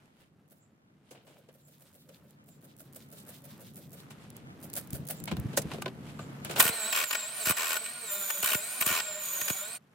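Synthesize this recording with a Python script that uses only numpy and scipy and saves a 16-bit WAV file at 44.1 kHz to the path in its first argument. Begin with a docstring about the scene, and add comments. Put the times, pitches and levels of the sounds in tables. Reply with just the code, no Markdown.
"""Spray bottle and impact driver at a boat hull

Outdoors, close to a fibreglass hull, in stereo: a trigger bottle squirts in spells, mostly six or seven strokes
a second, as noise bursts with mist and creaks; knocks, ringing tones and rustles follow the handling of it.
Then a cordless impact driver bores into the hull: gear and motor partials follow its sagging speed, noise makes
scrape and dust, the hammer rattles and falling chirps thump the panel. Beneath lie a low yard rumble and air
noise, with a small bird far off."""
import sys
import numpy as np
from scipy import signal
from scipy.fft import rfft, irfft, next_fast_len
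from scipy.io import wavfile

SR = 44100
rng = np.random.default_rng(int(sys.argv[2]) if len(sys.argv) > 2 else 0)


def dump_mix(stems):
    """Bounce the given channels to the path in sys.argv[1] as a 16-bit WAV at rate SR."""
    frames = np.atleast_2d(stems).T  # one column per channel
    limited = np.clip(frames, -1, 1)  # hard clip at full scale
    pcm = np.round(limited * 32767).astype(np.int16)
    wavfile.write(sys.argv[1], SR, pcm)


N = 438354
TIME = np.arange(N) / SR

# Levels in the tables are starting points: the functions add trims and random flutter.
# COLOUR tables are spectra: [f/Hz, relative level/dB]; resonances are [f/Hz, width/Hz, lift/dB].

# Yard background: [t/s, rumble level/dB, air level/dB]
YARD_LEVELS = [(0, -63, -76), (1.8, -62, -75.5), (3.2, -52.5, -68), (4.3, -49.5, -66), (5.7, -39.5, -56),
               (6.05, -44.5, -60), (6.55, -43.5, -52.5), (6.8, -68, -80), (9.93, -63.5, -71)]
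# Spectra of the yard rumble and of the air noise: [f/Hz, relative level/dB]
RUMBLE_COLOUR = [(25, -35), (45, -35), (80, -7), (150, 1.5), (220, 0), (330, -8), (450, -13), (800, -23),
                 (2000, -56.5)]
AIR_COLOUR = [(40, -24.5), (200, 1.5), (600, 7), (1300, 6), (2500, -0.5), (5000, -9.5), (9000, -12.5),
              (14000, -14), (16000, -30)]
RUMBLE_RESONANCE = [(143, 11.0, 6.4)]

# Brushes of glove and sleeve: [t/s, level/dB]
RUSTLES = [(.06, -69), (.22, -64), (.5, -85), (1.09, -67.5), (4.24, -56), (4.38, -57.5), (5.38, -60),
           (5.54, -57), (5.74, -46.5), (6.1, -51.5), (6.22, -55)]
RUSTLE_COLOUR = [(600, 11.5), (1500, 4.5), (3000, 4.5), (6000, -6.5), (9000, -5), (13500, -12.0), (16000, -28.0)]

# Spells of pumping the bottle: [start t/s, number of strokes, rate/(strokes per s), spurt level/dB,
# mist level/dB, pump thunk level/dB, swell of all three from first to last stroke/dB]
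PUMPING_SPELLS = [(0.212, 2, 3.25, -70, -84, -72, 9.5), (1.125, 3, 7.6, -73.5, -89, -64.5, 13.5),
                  (1.55, 4, 7.4, -66, -69, -63.5, 2.5), (2.096, 2, 6.6, -71, -68, -57, -4),
                  (2.489, 4, 6.3, -60, -68.5, -65, 9.5), (3.131, 6, 6.2, -55, -59.5, -56.5, 0.5),
                  (4.643, 1, 6, -50.5, -68, -70, 0), (4.776, 2, 5.7, -41.5, -66.5, -52.5, -0.5),
                  (5.107, 1, 6, -41, -58, -50.5, 0)]
STROKE_SCATTER_DB = 1.7
# Spectra of the spurt and of the trailing mist: [f/Hz, relative level/dB]
SPURT_COLOUR = [(300, -12.5), (650, 13.5), (1000, -13), (1400, 2), (2000, -4.5), (4000, -5.5), (6500, -6),
                (9000, 1.5), (11500, 0.5), (13500, 4.5), (16000, -1.5)]
MIST_COLOUR = [(500, -11), (1400, 9.5), (2100, 3.5), (3300, -1), (6000, -3), (9000, 0), (11500, -6),
               (14000, 15), (16000, -4)]
MIST_BANDS = [(3800, -4), (9000, -6), (14000, -3)]  # drifting parts of the mist: [f/Hz, relative level/dB]
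THUNK_COLOUR = [(200, -39.0), (450, -6.0), (560, 4), (680, -14), (950, -53), (4000, -66)]
TICK_COLOUR = [(300, -20), (2500, -5.5), (6000, -1.5), (10000, 5.0), (16000, 5.5)]
# Stray ticks of drops and of the grip: [t/s, level/dB]
STRAY_TICKS = [(2.306, -51), (4.3012, -38), (4.365, -35.5), (4.699, -38), (4.731, -35), (4.872, -41.5),
               (4.904, -33.5), (4.93, -29), (5.051, -43), (5.2, -36.5), (5.238, -29.5), (5.255, -32),
               (5.367, -38), (5.3977, -36), (6.447, -27.5)]
# Creak of the trigger ahead of a spurt: ticks per creak, spacing, lead of the last tick, timing scatter
CREAK_TICKS, CREAK_GAP_S, CREAK_LEAD_S, CREAK_JITTER_S = 4, 0.01093, 0.00944, 0.0026
# Last tick against the spurt, drop for each tick before it, and random spread
CREAK_OVER_SPURT_DB, CREAK_STEP_DB, CREAK_SCATTER_DB = 11.5, 2.5, 2

# Chirps of a small bird far off: [t/s, level/dB]
CHIRPS = [(.63, -69), (1.66, -67), (2.52, -64), (5.19, -56), (6.22, -56.5)]

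# Knocks of handled bottle and driver: [onset t/s, hollow body level/dB, clack level/dB, click level/dB,
# decay/s (the click takes a share of it)]
KNOCKS = [(1.109, -50.5, -56, -53.5, 0.022), (1.148, -58.5, -60, -74, 0.057),
          (1.266, -59.5, -62.5, -68.5, 0.12), (1.486, -54, -60.5, -68, 0.013),
          (2.089, -60, -60.5, -61, 0.012), (4.104, -73, -52.5, -53, 0.019), (5.275, -44, -37, -50, 0.017),
          (5.313, -38.5, -37.5, -48, 0.013), (5.366, -50, -43.5, -57, .006), (5.53, -45, -48.5, -62, 0.021),
          (5.572, -26, -31.5, -22.5, 0.012), (5.618, -55, -48, -42, 0.0082),
          (5.714, -39, -39.5, -55, 0.0085), (5.741, -39, -49, -62, .012), (5.782, -37.5, -50, -62, 0.0046),
          (5.82, -46, -38, -40, 0.0056), (5.858, -31, -35, -55, 0.0068), (5.878, -41, -38.5, -58, .006),
          (6.19, -43.5, -45, -58, 0.014), (6.447, -48, -43.5, -49, 0.029), (6.495, -36, -42.5, -47, 0.02),
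          (6.509, -45, -39.5, -43, 0.026), (6.559, -40, -33.5, -41.5, 0.1)]
BODY_COLOUR = [(35, -30.5), (120, -15.5), (380, -1.5), (560, -2.0), (680, -4.0), (950, -25.0), (4000, -44.0)]
CLACK_COLOUR = [(50, -46.5), (300, -7.5), (800, 6.5), (1500, -4.5), (3600, 0.5), (6000, -14.5), (14000, -42.0)]
CLICK_COLOUR = [(1500, -31.0), (4500, -5.0), (7700, -0.5), (11000, -4.5), (16000, -8.5)]
# Resonances of the clack, then of the click: [f/Hz, width/Hz, lift/dB]
PLASTIC = [(1020, 120, 1), (1510, 240, 9), (2270, 560, 3), (2900, 370, 2.5), (3520, 420, -2)]
METAL = [(6600, 300, 0.5), (7670, 380, 2.5), (9620, 350, 3)]
# Two ringing modes of a part struck hard: [t/s, level/dB, lower f/Hz, upper f/Hz, decay/s]
RINGS = [(1.11, -55, 523, 735, 0.016), (1.488, -51.5, 520, 646, .014), (5.276, -36, 2214, 3070, .009),
         (5.314, -37, 1020, 1600, .01), (5.576, -20, 559, 1870, 0.006), (5.82, -32, 1186, 1506, 0.0068),
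         (5.861, -31, 1020, 1490, 0.0094), (5.863, -32.5, 384, 634, 0.017),
         (6.192, -36.5, 1200, 1520, 0.0092)]

# Dull bumps of handling: [onset t/s, level/dB, f/Hz]
BUMPS = [(4.925, -28, 138), (4.99, -39, 146), (5.211, -37, 153), (5.315, -24, 172), (5.378, -25.5, 130),
         (5.447, -27, 112), (5.585, -38, 141), (5.648, -31, 150)]
BUMP_COLOUR = [(30, -45), (80, 10.0), (300, 0.5), (450, -7.5), (1200, -51)]

# Driver: start and end of the trigger pull, with the fades in and out
TRIGGER_ON_S, SPIN_UP_S, TRIGGER_OFF_S, BRAKE_S = 6.57, .05, 9.755, 0.031
# Nominal gear whine, following the motor speed: [t/s, f/Hz]
WHINE_PITCH = [(6.66, 7800), (6.74, 8414), (6.83, 7656), (6.88, 8150), (6.95, 7330), (7.03, 7876),
               (7.1, 6875), (7.16, 7802), (7.25, 7385), (7.37, 9380), (7.44, 7490), (7.47, 7460),
               (7.51, 8330), (7.55, 7620), (7.73, 7570), (7.8, 8085), (7.85, 8050), (7.92, 8646),
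               (8.01, 8636), (8.11, 7176), (8.18, 7350), (8.26, 6970), (8.42, 6873), (8.49, 7780),
               (8.58, 7090), (8.68, 8570), (8.77, 9420), (8.86, 7202), (8.95, 7130), (9.0, 7670),
               (9.13, 7260), (9.19, 7414), (9.28, 6800), (9.35, 6850), (9.4, 6586), (9.45, 6880),
               (9.52, 6796), (9.62, 7160), (9.77, 8880)]
WOBBLE, WOBBLE_PER_S = .005, 22  # uneven laminate wavers the speed: share of speed, changes per second
TEETH, TOOTH_ROUGHNESS = 36, .55
# Strength of the cut: [t/s, scrape level/dB, dust hiss level/dB, motor hum level/dB]
BORING = [(6.72, -43, -45.5, -42), (6.88, -38.5, -42.5, -42), (7.07, -43.5, -49.5, -68),
          (7.19, -41, -49, -47.5), (7.33, -45, -50, -55.5), (7.41, -42, -40.5, -44), (7.55, -43, -49, -64),
          (7.81, -44, -50, -49.5), (8.0, -49, -52.5, -48.5), (8.1, -44.5, -42.5, -46.5),
          (8.38, -45, -44, -47), (8.76, -44, -41.5, -48), (9.04, -42, -48, -51.5), (9.18, -46, -50, -48),
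          (9.26, -43.5, -44, -53.5), (9.45, -43, -43.5, -48), (9.6, -45.5, -46, -45.5),
          (9.74, -47, -47.5, -51.5)]
WHINE_OVER_SCRAPE_DB = 2.5  # the gears grow louder with the cut
# Motor hum partials: [multiple of shaft rate], then [relative level/dB]
HUM_ORDERS = (1, 2, 3, 4, 5, 6, 7, 8, 9, 10, 11, 12, 17.3, 18, 20)
HUM_DB = (-4.5, -6.5, -0.5, -6, -7.5, -5, -3.5, -5.5, -5, -6, -8.5, -6, -1, 4.5, 4)
# Gear partials around the tooth rate: [multiple of shaft rate], then [relative level/dB]
GEAR_ORDERS = (34.7, 36, 37.3)
GEAR_DB = (-4, 6, -16)
# Thin whines of loaded gears: [multiple of shaft rate], then [level relative to squeal/dB]
LOAD_ORDERS = (44.8, 46, 53.4)
LOAD_DB = (-11, -13, -10.5)
# Above this whine pitch the squeal and the thin whines fade
SQUEAL_BELOW_HZ, SQUEAL_FADE_DB_PER_HZ, LOAD_FADE_DB_PER_HZ = 7250, 0.1, 0.1
SQUEAL_OVER_DUST_DB = 5.5
# Resonances of the hull panel, then of the driver casing: [f/Hz, width/Hz, lift/dB]
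HULL = [(210, 220, 0.5), (427, 64, 5), (642, 147, 8.5), (878, 24, 8.5), (1039, 62, 9), (1162, 115, 7),
        (1453, 133, 13), (1610, 50, 4), (1848, 93, 9.5), (2260, 96, 8.5), (2470, 205, 10), (2750, 70, 5.5),
        (2957, 85, 8), (3185, 110, 6.5), (4000, 640, 3)]
CASING = [(611, 37, 5.5), (730, 170, -0.5)]
# Spectra of the scrape and of the dust hiss: [f/Hz, relative level/dB]
SCRAPE_COLOUR = [(50, -34.5), (180, -8), (500, -3.5), (1000, -0.5), (2050, 0), (2700, 0), (4000, 2.5),
                 (5400, -1.5), (8000, -9.5)]
DUST_COLOUR = [(3000, -28), (5900, -4.5), (7000, 3.5), (9000, 7), (10300, 2.5), (13000, 2), (14200, 1),
               (16000, -3)]

# Bit catching and flexing the panel: [t/s, level/dB]
THUMPS = [(6.59, -31), (6.65, -32), (6.691, -33), (7.467, -33.5), (7.496, -29.5), (7.507, -33.5),
          (8.43, -42), (8.548, -31.5), (8.81, -41.5), (8.863, -35), (8.902, -37), (8.913, -37),
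          (9.414, -44), (9.501, -31)]

# Bit binding while the hammer rattles: [start t/s, number of blows, rate/(blows per s), body level/dB,
# crack level/dB, change of crack from first to last/dB]
BINDS = [(6.604, 1, 75, -18, -19, 0), (6.628, 6, 78.6, -31, -31.5, 1.5), (6.93, 1, 75, -28.5, -38, 0),
         (6.951, 8, 79, -30.5, -38, -2), (7.111, 3, 49, -31, -37.5, -1), (7.459, 5, 79.5, -29.5, -31.5, 1),
         (7.522, 1, 75, -33, -40, 0), (7.572, 17, 81.4, -33, -39, 2), (7.862, 1, 75, -40, -50, 0),
         (8.304, 1, 75, -32.5, -31, -1), (8.431, 9, 68, -31, -31.5, 2), (8.812, 2, 78, -30, -31.5, -4),
         (8.865, 12, 80.6, -31, -36, -10.5), (9.415, 1, 74, -33, -36, 0), (9.483, 2, 53.6, -32, -35, 0.5)]
BLOW_JITTER_S, BLOW_BODY_SCATTER_DB, BLOW_CRACK_SCATTER_DB = 0.00021, 0.7, 1.3
# Spectra of the body and of the crack of a blow: [f/Hz, relative level/dB]
BLOW_COLOUR = [(50, -24.5), (130, -16.5), (400, -4.5), (800, -1.5), (1400, 1.5), (2100, 1), (2700, -0.5),
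               (3500, -1), (4500, 0), (6000, 0.5), (9000, -9)]
CRACK_COLOUR = [(2500, -32.5), (5500, -10), (7500, 2), (9200, 7), (11000, -3), (13000, 7.5), (14500, 6),
                (16000, -3)]
# Parts of the panel's range rung unevenly by each blow: [f/Hz, level relative to blow/dB]
RAPS = [(1100, -11.5), (1750, -10), (2800, -6.5)]
RAP_SCATTER_DB = 3

# Stereo at the two microphones. BALANCE: [f/Hz, left over right/dB]; DIFFUSE: [f/Hz, side level/dB]
SMALL_BALANCE = [(500, 1.0), (1300, 1.0), (4400, 0.0), (8100, -6.0), (15000, -4.0)]
SMALL_DIFFUSE = [(640, -10.5), (1400, -1.5), (15000, 0.5)]
TOOL_BALANCE = [(700, -1.0), (1300, 2.5), (2400, 4.5), (4400, -1.0), (8100, -4.5), (15000, -3.0)]
TOOL_DIFFUSE = [(640, -15.5), (1400, -6.0), (7000, -4.5), (15000, -2.5)]
# Hull resonances reach the microphones out of step: [f/Hz, phase lead of the left/rad]
HULL_LEAD = [(900, 0), (1210, 1.1), (1460, -.8), (1890, .6), (2240, -.7), (2930, .3), (3880, 0)]
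TOP_HZ = 15900


def undb(db):
    """Decibels to gain."""
    return 10 ** (np.asarray(db) / 20)


def unit(x):
    """Scale to rms 1."""
    return x / np.sqrt(np.mean(x ** 2))


def curves(rows):
    """Each column of a table as a control at every sample."""
    s, *columns = np.transpose(rows)
    return [np.interp(TIME, s, c) for c in columns]


def across(points, f):
    """Read (Hz, value) points on a log-frequency axis."""
    hz, value = np.transpose(points)
    return np.interp(np.log(f + 1), np.log(hz + 1), value)


def colour(x, points, peaks=(), size=4096):
    """Minimum-phase filter from a smooth spectrum plus resonances; white noise keeps its power."""
    f = np.fft.rfftfreq(size, 1 / SR)
    db = across(points, f)
    for hz, width, lift in peaks:
        db = db + lift * np.exp(-2 * ((f - hz) / width) ** 2)
    # folding the cepstrum forward in time makes the filter causal
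    cepstrum = irfft(np.log(undb(db)))
    cepstrum[1:size // 2] *= 2
    cepstrum[size // 2 + 1:] = 0
    response = irfft(np.exp(rfft(cepstrum)))[:size // 2]
    return signal.oaconvolve(x, response / np.linalg.norm(response))[:N]


def walk(rate):
    """Random levels, `rate` a second, joined by straight lines and scaled to rms 1."""
    count = int(rate * N / SR) + 2
    return unit(np.interp(TIME * rate, np.arange(count), rng.standard_normal(count)))


def grit(spread_db):
    """Noise made of sub-millisecond fractures of uneven size."""
    return unit(rng.standard_normal(N) * undb(spread_db * walk(2500)))


def bursts(times, dbs, rise_s, fall_s, roundness=1):
    """Envelope of events that swell to a peak and die away; roundness 1 is pointed, 2 a bell."""
    power = np.zeros(N)
    for s, db, rise, fall in np.broadcast(times, dbs, rise_s, fall_s):
        span = slice(max(int((s - 8 * rise) * SR), 0), int((s + 8 * fall) * SR))
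        t = TIME[span] - s
        shape = np.exp(-np.maximum(-t / rise, t / fall) ** roundness)
        power[span] += (undb(db) * shape) ** 2
    return np.sqrt(power)


def train(start_s, count, per_s):
    """Evenly spaced times, each with its place in the series from -1/2 to 1/2."""
    k = np.arange(round(count))
    return zip(start_s + k / per_s, (k - k.mean()) / max(k[-1], 1))


def place(direct, scattered, balance, diffuse, lead=((1, 0), (2, 0))):
    """Stereo image: direct sound tilts and leads by frequency; scatter with other fine grain widens it."""
    n = next_fast_len(N, True)
    f = np.fft.rfftfreq(n, 1 / SR)
    ratio = undb(across(balance, f)) * np.exp(1j * across(lead, f))  # left over right
    tilt = rfft(direct, n) * (ratio - 1) / (ratio + 1)
    width = rfft(scattered, n) * undb(across(diffuse, f))
    side = irfft(tilt + width, n)[:N]
    return direct + np.array([side, -side])


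def yard():
    """Low rumble and faint air noise: their level swells slowly, then drops low while the driver runs."""
    rumble_db, air_db = curves(YARD_LEVELS)
    rumble, air = [], []
    for _ in range(2):  # middle, then side
        rumble_noise = rng.standard_normal(N) * undb(rumble_db - 1.5 + 0.94 * walk(12))
        rumble.append(colour(rumble_noise, RUMBLE_COLOUR, RUMBLE_RESONANCE))
        air.append(colour(grit(3.4) * undb(air_db + 3.26 * walk(10)), AIR_COLOUR))
    side = undb(-13.5) * rumble[1] + undb(-0.5) * air[1]
    return rumble[0] + air[0] + np.array([side, -side])


def rustle():
    """Glove and sleeve brush over bottle and driver in soft swells of gritty noise."""
    s, db = np.transpose(RUSTLES)
    return colour(grit(4.4) * bursts(s, db, 0.064, 0.039), RUSTLE_COLOUR)


def strokes():
    """The finger pumps at an even pace but with uneven force: rows of t/s, spurt, mist and thunk/dB."""
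    rows = []
    for start_s, count, per_s, *dbs, swell_db in PUMPING_SPELLS:
        for s, part in train(start_s, count, per_s):
            force_db = STROKE_SCATTER_DB * rng.standard_normal(len(dbs))
            rows.append((s, *(np.add(dbs, swell_db * part) + force_db)))
    return rows


def creaks(s, spurt_db):
    """The trigger sticks and slips in ticks that grow towards each spurt: rows of t/s, level/dB."""
    ticks = []
    for k in range(CREAK_TICKS):  # counted back from the spurt
        early, uneven = rng.standard_normal((len(s), 2)).T
        tick_s = s - CREAK_LEAD_S - k * CREAK_GAP_S - CREAK_JITTER_S * early
        tick_db = spurt_db + CREAK_OVER_SPURT_DB - k * CREAK_STEP_DB + CREAK_SCATTER_DB * uneven
        ticks.extend(zip(tick_s, tick_db))
    return ticks


def sputter(rate_hz=105, decay=0.32, steady=0.28):
    """Air in the nozzle chops the jet into an uneven train of spits."""
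    phase = np.cumsum(rate_hz * undb(4.5 * walk(60))) / SR
    spits = undb(2.9 * walk(100)) * np.exp(-(phase % 1) / decay)
    return unit(steady + spits)


def mist(s, db, drift_db=3):
    """A soft swell of mist follows each spurt; its colour drifts as the jet wanders."""
    swell = bursts(s + 0.053, db, 0.033, 0.045, roundness=1.46)
    out = colour(grit(4.5) * swell * undb(-5.5), MIST_COLOUR)
    for hz, band_db in MIST_BANDS:
        band = [(hz / 4, -24), (hz / 2, -8), (hz, 0), (hz * 2, -12), (hz * 4, -30)]
        out += colour(grit(4.9) * swell * undb(band_db + drift_db * walk(14)), band)
    return out


def sprayer(pumping, ticking):
    """Each stroke creaks the trigger, thunks the pump and spits a spurt, then a softer mist trails off."""
    s, spurt_db, mist_db, thunk_db = pumping
    jet = grit(2.6) * sputter(steady=0.76)
    spurt = colour(jet * bursts(s, spurt_db + 5, 0.01, 0.016), SPURT_COLOUR)
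    thunk = colour(grit(0.91) * bursts(s, thunk_db - 0.5, 0.017, 0.022), THUNK_COLOUR)
    tick_s, tick_db = np.transpose(ticking)
    ticks = colour(grit(1) * bursts(tick_s + 0.0015, tick_db - 3.5, 0.00039, 0.0019), TICK_COLOUR)
    return spurt + mist(s, mist_db) + thunk + ticks


def bird(pitch_hz=7350):
    """Thin chirps, buzzy because their pitch jitters fast."""
    s, db = np.transpose(CHIRPS)
    phase = 2 * np.pi * np.cumsum(pitch_hz * (1 + 0.044 * walk(900))) / SR
    return bursts(s, db, 0.026, 0.033) * np.sin(phase)


def handling():
    """Plastic knocks: a hollow body, a ringing clack and a bright click."""
    s, body_db, clack_db, click_db, fall_s = np.transpose(KNOCKS)
    body = colour(grit(0.41) * bursts(s + 0.004, body_db, 0.0023, fall_s), BODY_COLOUR)
    clack = colour(grit(3.8) * bursts(s + 0.0022, clack_db, 0.0011, fall_s), CLACK_COLOUR, PLASTIC)
    click_envelope = bursts(s + 0.0021, click_db + 0.5, 0.0025, 0.75 * fall_s)
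    click = colour(grit(2.3) * click_envelope, CLICK_COLOUR, METAL)
    return body + clack + click


def nearby(pumping, ticking):
    """The bottle, knocks, rustles and bird, which share one stereo image."""
    return sprayer(pumping, ticking) + handling() + rustle() + bird()


def rings(upper_db=-6, rise_s=0.00073):
    """Struck plastic rings in short, hollow tones, two decaying modes to a knock."""
    out = np.zeros(N)
    t = TIME[:SR // 8]
    for s, db, lower_hz, upper_hz, fall_s in RINGS:
        modes = np.sin(2 * np.pi * lower_hz * t) + undb(upper_db) * np.sin(2 * np.pi * upper_hz * t)
        envelope = (1 - np.exp(-t / rise_s)) * np.exp(-t / fall_s)
        out[int(s * SR):][:len(t)] += undb(db) * modes * envelope
    return out


def bumps():
    """Soft low knocks: a short ring with a dull thud in it."""
    s, db, _ = np.transpose(BUMPS)
    out = colour(grit(2.5) * bursts(s + 0.005, db - 4.0, 0.0082, 0.012), BUMP_COLOUR)
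    for at, peak_db, hz in BUMPS:
        out += bursts(at + 0.0082, peak_db, 0.0026, 0.015) * np.sin(2 * np.pi * hz * (TIME - at))
    return out


def motor(mesh_hz, whine_db, hum_db):
    """Shaft harmonics and gear partials share one wavering speed; play in the gears blurs the higher hum."""
    mesh = 2 * np.pi * np.cumsum(mesh_hz * (1 + 0.00267 * walk(250))) / SR
    shaft = mesh / TEETH
    play = 0.032 * walk(150)
    hum = sum(undb(db + 4.65 * walk(45)) * np.sin(k * (shaft + play)) for k, db in zip(HUM_ORDERS, HUM_DB))
    # partials swell as they cross a resonance
    hum = colour(hum, [(100, 0), (3900, 0), (4700, -5)], HULL + CASING)
    teeth = sum(undb(db + 1.9 * walk(120)) * np.exp(1j * k * shaft) for k, db in zip(GEAR_ORDERS, GEAR_DB))
    # uneven teeth smear the lines
    whine = np.imag(teeth * (1 + TOOTH_ROUGHNESS * (walk(500) + 1j * walk(500))))
    return undb(whine_db) * unit(whine) + undb(hum_db) * unit(hum)


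def squeal(mesh_hz, db):
    """As load drags the speed down, thin whines join and gears squeal an octave up, split by the carrier."""
    shaft = 2 * np.pi * np.cumsum(mesh_hz) / SR / TEETH
    octave_phase = 4 * np.pi * np.cumsum(mesh_hz * (1 + .008 * walk(700))) / SR
    carrier = shaft * .6  # planet carrier
    excess_hz = np.maximum(mesh_hz - SQUEAL_BELOW_HZ, 0)
    octave_gain = undb(3.4 * walk(220) - SQUEAL_FADE_DB_PER_HZ * excess_hz)
    octave = octave_gain * np.sin(octave_phase) * np.sqrt(2) * np.cos(carrier)
    whines = sum(undb(rel_db + 2 * walk(100)) * np.sin(k * shaft + .7 * walk(400))
                 for k, rel_db in zip(LOAD_ORDERS, LOAD_DB))
    return undb(db) * (octave + undb(-LOAD_FADE_DB_PER_HZ * excess_hz) * whines)


def cutting(scrape_db, dust_db):
    """Edges tear glass fibres: a fluttering scrape through hull and casing, and a gusty hiss of chips."""
    flutter = walk(110)
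    scrape = grit(0.91) * undb(scrape_db - 1.5 + 0.39 * flutter)
    dust = grit(1.3) * undb(dust_db + 0.8 + 1.2 * flutter + 0.73 * walk(25))
    return colour(scrape, SCRAPE_COLOUR, HULL + CASING) + colour(dust, DUST_COLOUR)


def panel_thumps(start_hz=1100, end_hz=85, glide_s=0.0033, fall_s=0.0064):
    """Bending waves travel faster when short, so each flex arrives as a falling chirp."""
    out = np.zeros(N)
    t = TIME[:SR // 10]
    turns = end_hz * t + (start_hz - end_hz) * glide_s * (1 - np.exp(-t / glide_s))
    envelope = (t / fall_s) * np.exp(.5 - .5 * (t / fall_s) ** 2)
    chirp = np.sin(2 * np.pi * turns) * envelope
    for s, db in THUMPS:
        out[int(s * SR):][:len(t)] += undb(db) * chirp
    return out


def low_thuds(delay_s=.006, side_db=-10):
    """Bumps and panel thumps come from the middle; their echo off the ground widens them."""
    thuds = bumps() + panel_thumps()
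    side = undb(side_db) * np.interp(TIME - delay_s, TIME, thuds)
    return thuds + np.array([side, -side])


def hammer_blows():
    """While the bit is bound the hammer strikes almost steadily: rows of t/s, body/dB, crack/dB."""
    blows = []
    for start_s, count, per_s, body_db, crack_db, change_db in BINDS:
        rattle = np.array([(s, body_db, crack_db + change_db * part)
                           for s, part in train(start_s, count, per_s)])
        spread = [BLOW_JITTER_S, BLOW_BODY_SCATTER_DB, BLOW_CRACK_SCATTER_DB]
        scatter = rng.standard_normal(rattle.shape) * spread
        blows.extend(rattle + scatter - scatter.mean(axis=0))
    return blows


def hammer(blows):
    """Each blow jerks the bit through the laminate in a short rasp of its own colour; harder ones last longer."""
    s, body_db, crack_db = np.transpose(blows)
    length = undb(0.35 * np.maximum(body_db + 40, -4))

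    def rasp(db):
        """Gritty bell-shaped bursts, one to a blow."""
        return grit(2.2) * bursts(s, db, 0.0026 * length, 0.0044 * length, roundness=2)

    out = colour(rasp(body_db + 1.0), BLOW_COLOUR, HULL)
    # each blow bites at another spot, so the bands ring unevenly
    rap_db = RAP_SCATTER_DB * rng.standard_normal((len(s), len(RAPS))).T
    for (hz, db), uneven in zip(RAPS, rap_db):
        band = [(hz / 2, -45), (hz / 1.35, -14), (hz, 0), (hz * 1.36, -14), (hz * 2, -45)]
        out += colour(rasp(body_db + db + uneven), band, HULL)
    crack = bursts(s, crack_db + 5.0, 0.0028 * length, 0.0042 * length)
    return out + colour(grit(4.4) * crack, CRACK_COLOUR)


def driver(mesh_hz, blows):
    """The impact driver from trigger pull to brake: speed and cut drive gears and bit, the hammer adds blows."""
    scrape_db, dust_db, hum_db = curves(BORING)
    spin_up = (TIME - TRIGGER_ON_S) / SPIN_UP_S
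    brake = 1 - (TIME - TRIGGER_OFF_S) / BRAKE_S
    trigger = np.clip(np.minimum(spin_up, brake), 0, 1)
    gears = motor(mesh_hz, scrape_db + WHINE_OVER_SCRAPE_DB, hum_db)
    gears += squeal(mesh_hz, dust_db + SQUEAL_OVER_DUST_DB)
    return trigger * (gears + cutting(scrape_db, dust_db)) + hammer(blows)


def scene():
    """Bottle and handling, then the driver, over the yard."""
    pumping = np.transpose(strokes())
    ticking = creaks(pumping[0], pumping[1]) + STRAY_TICKS
    mesh_hz = curves(WHINE_PITCH)[0] * (1 + WOBBLE * walk(WOBBLE_PER_S))
    blows = hammer_blows()
    # the second call keeps the timing but has other fine grain, for the width
    small = place(nearby(pumping, ticking), nearby(pumping, ticking), SMALL_BALANCE, SMALL_DIFFUSE)
    tool = place(driver(mesh_hz, blows), driver(mesh_hz, blows), TOOL_BALANCE, TOOL_DIFFUSE, HULL_LEAD)
    return small + rings() + tool + low_thuds() + yard()


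def record(dry):
    """The recorder rounds the loudest peaks and cuts the top."""
    low_pass = signal.ellip(10, .2, 70, TOP_HZ, fs=SR, output="sos")
    return signal.sosfilt(low_pass, np.tanh(dry))


dry = scene()
out = record(dry)
dump_mix(out)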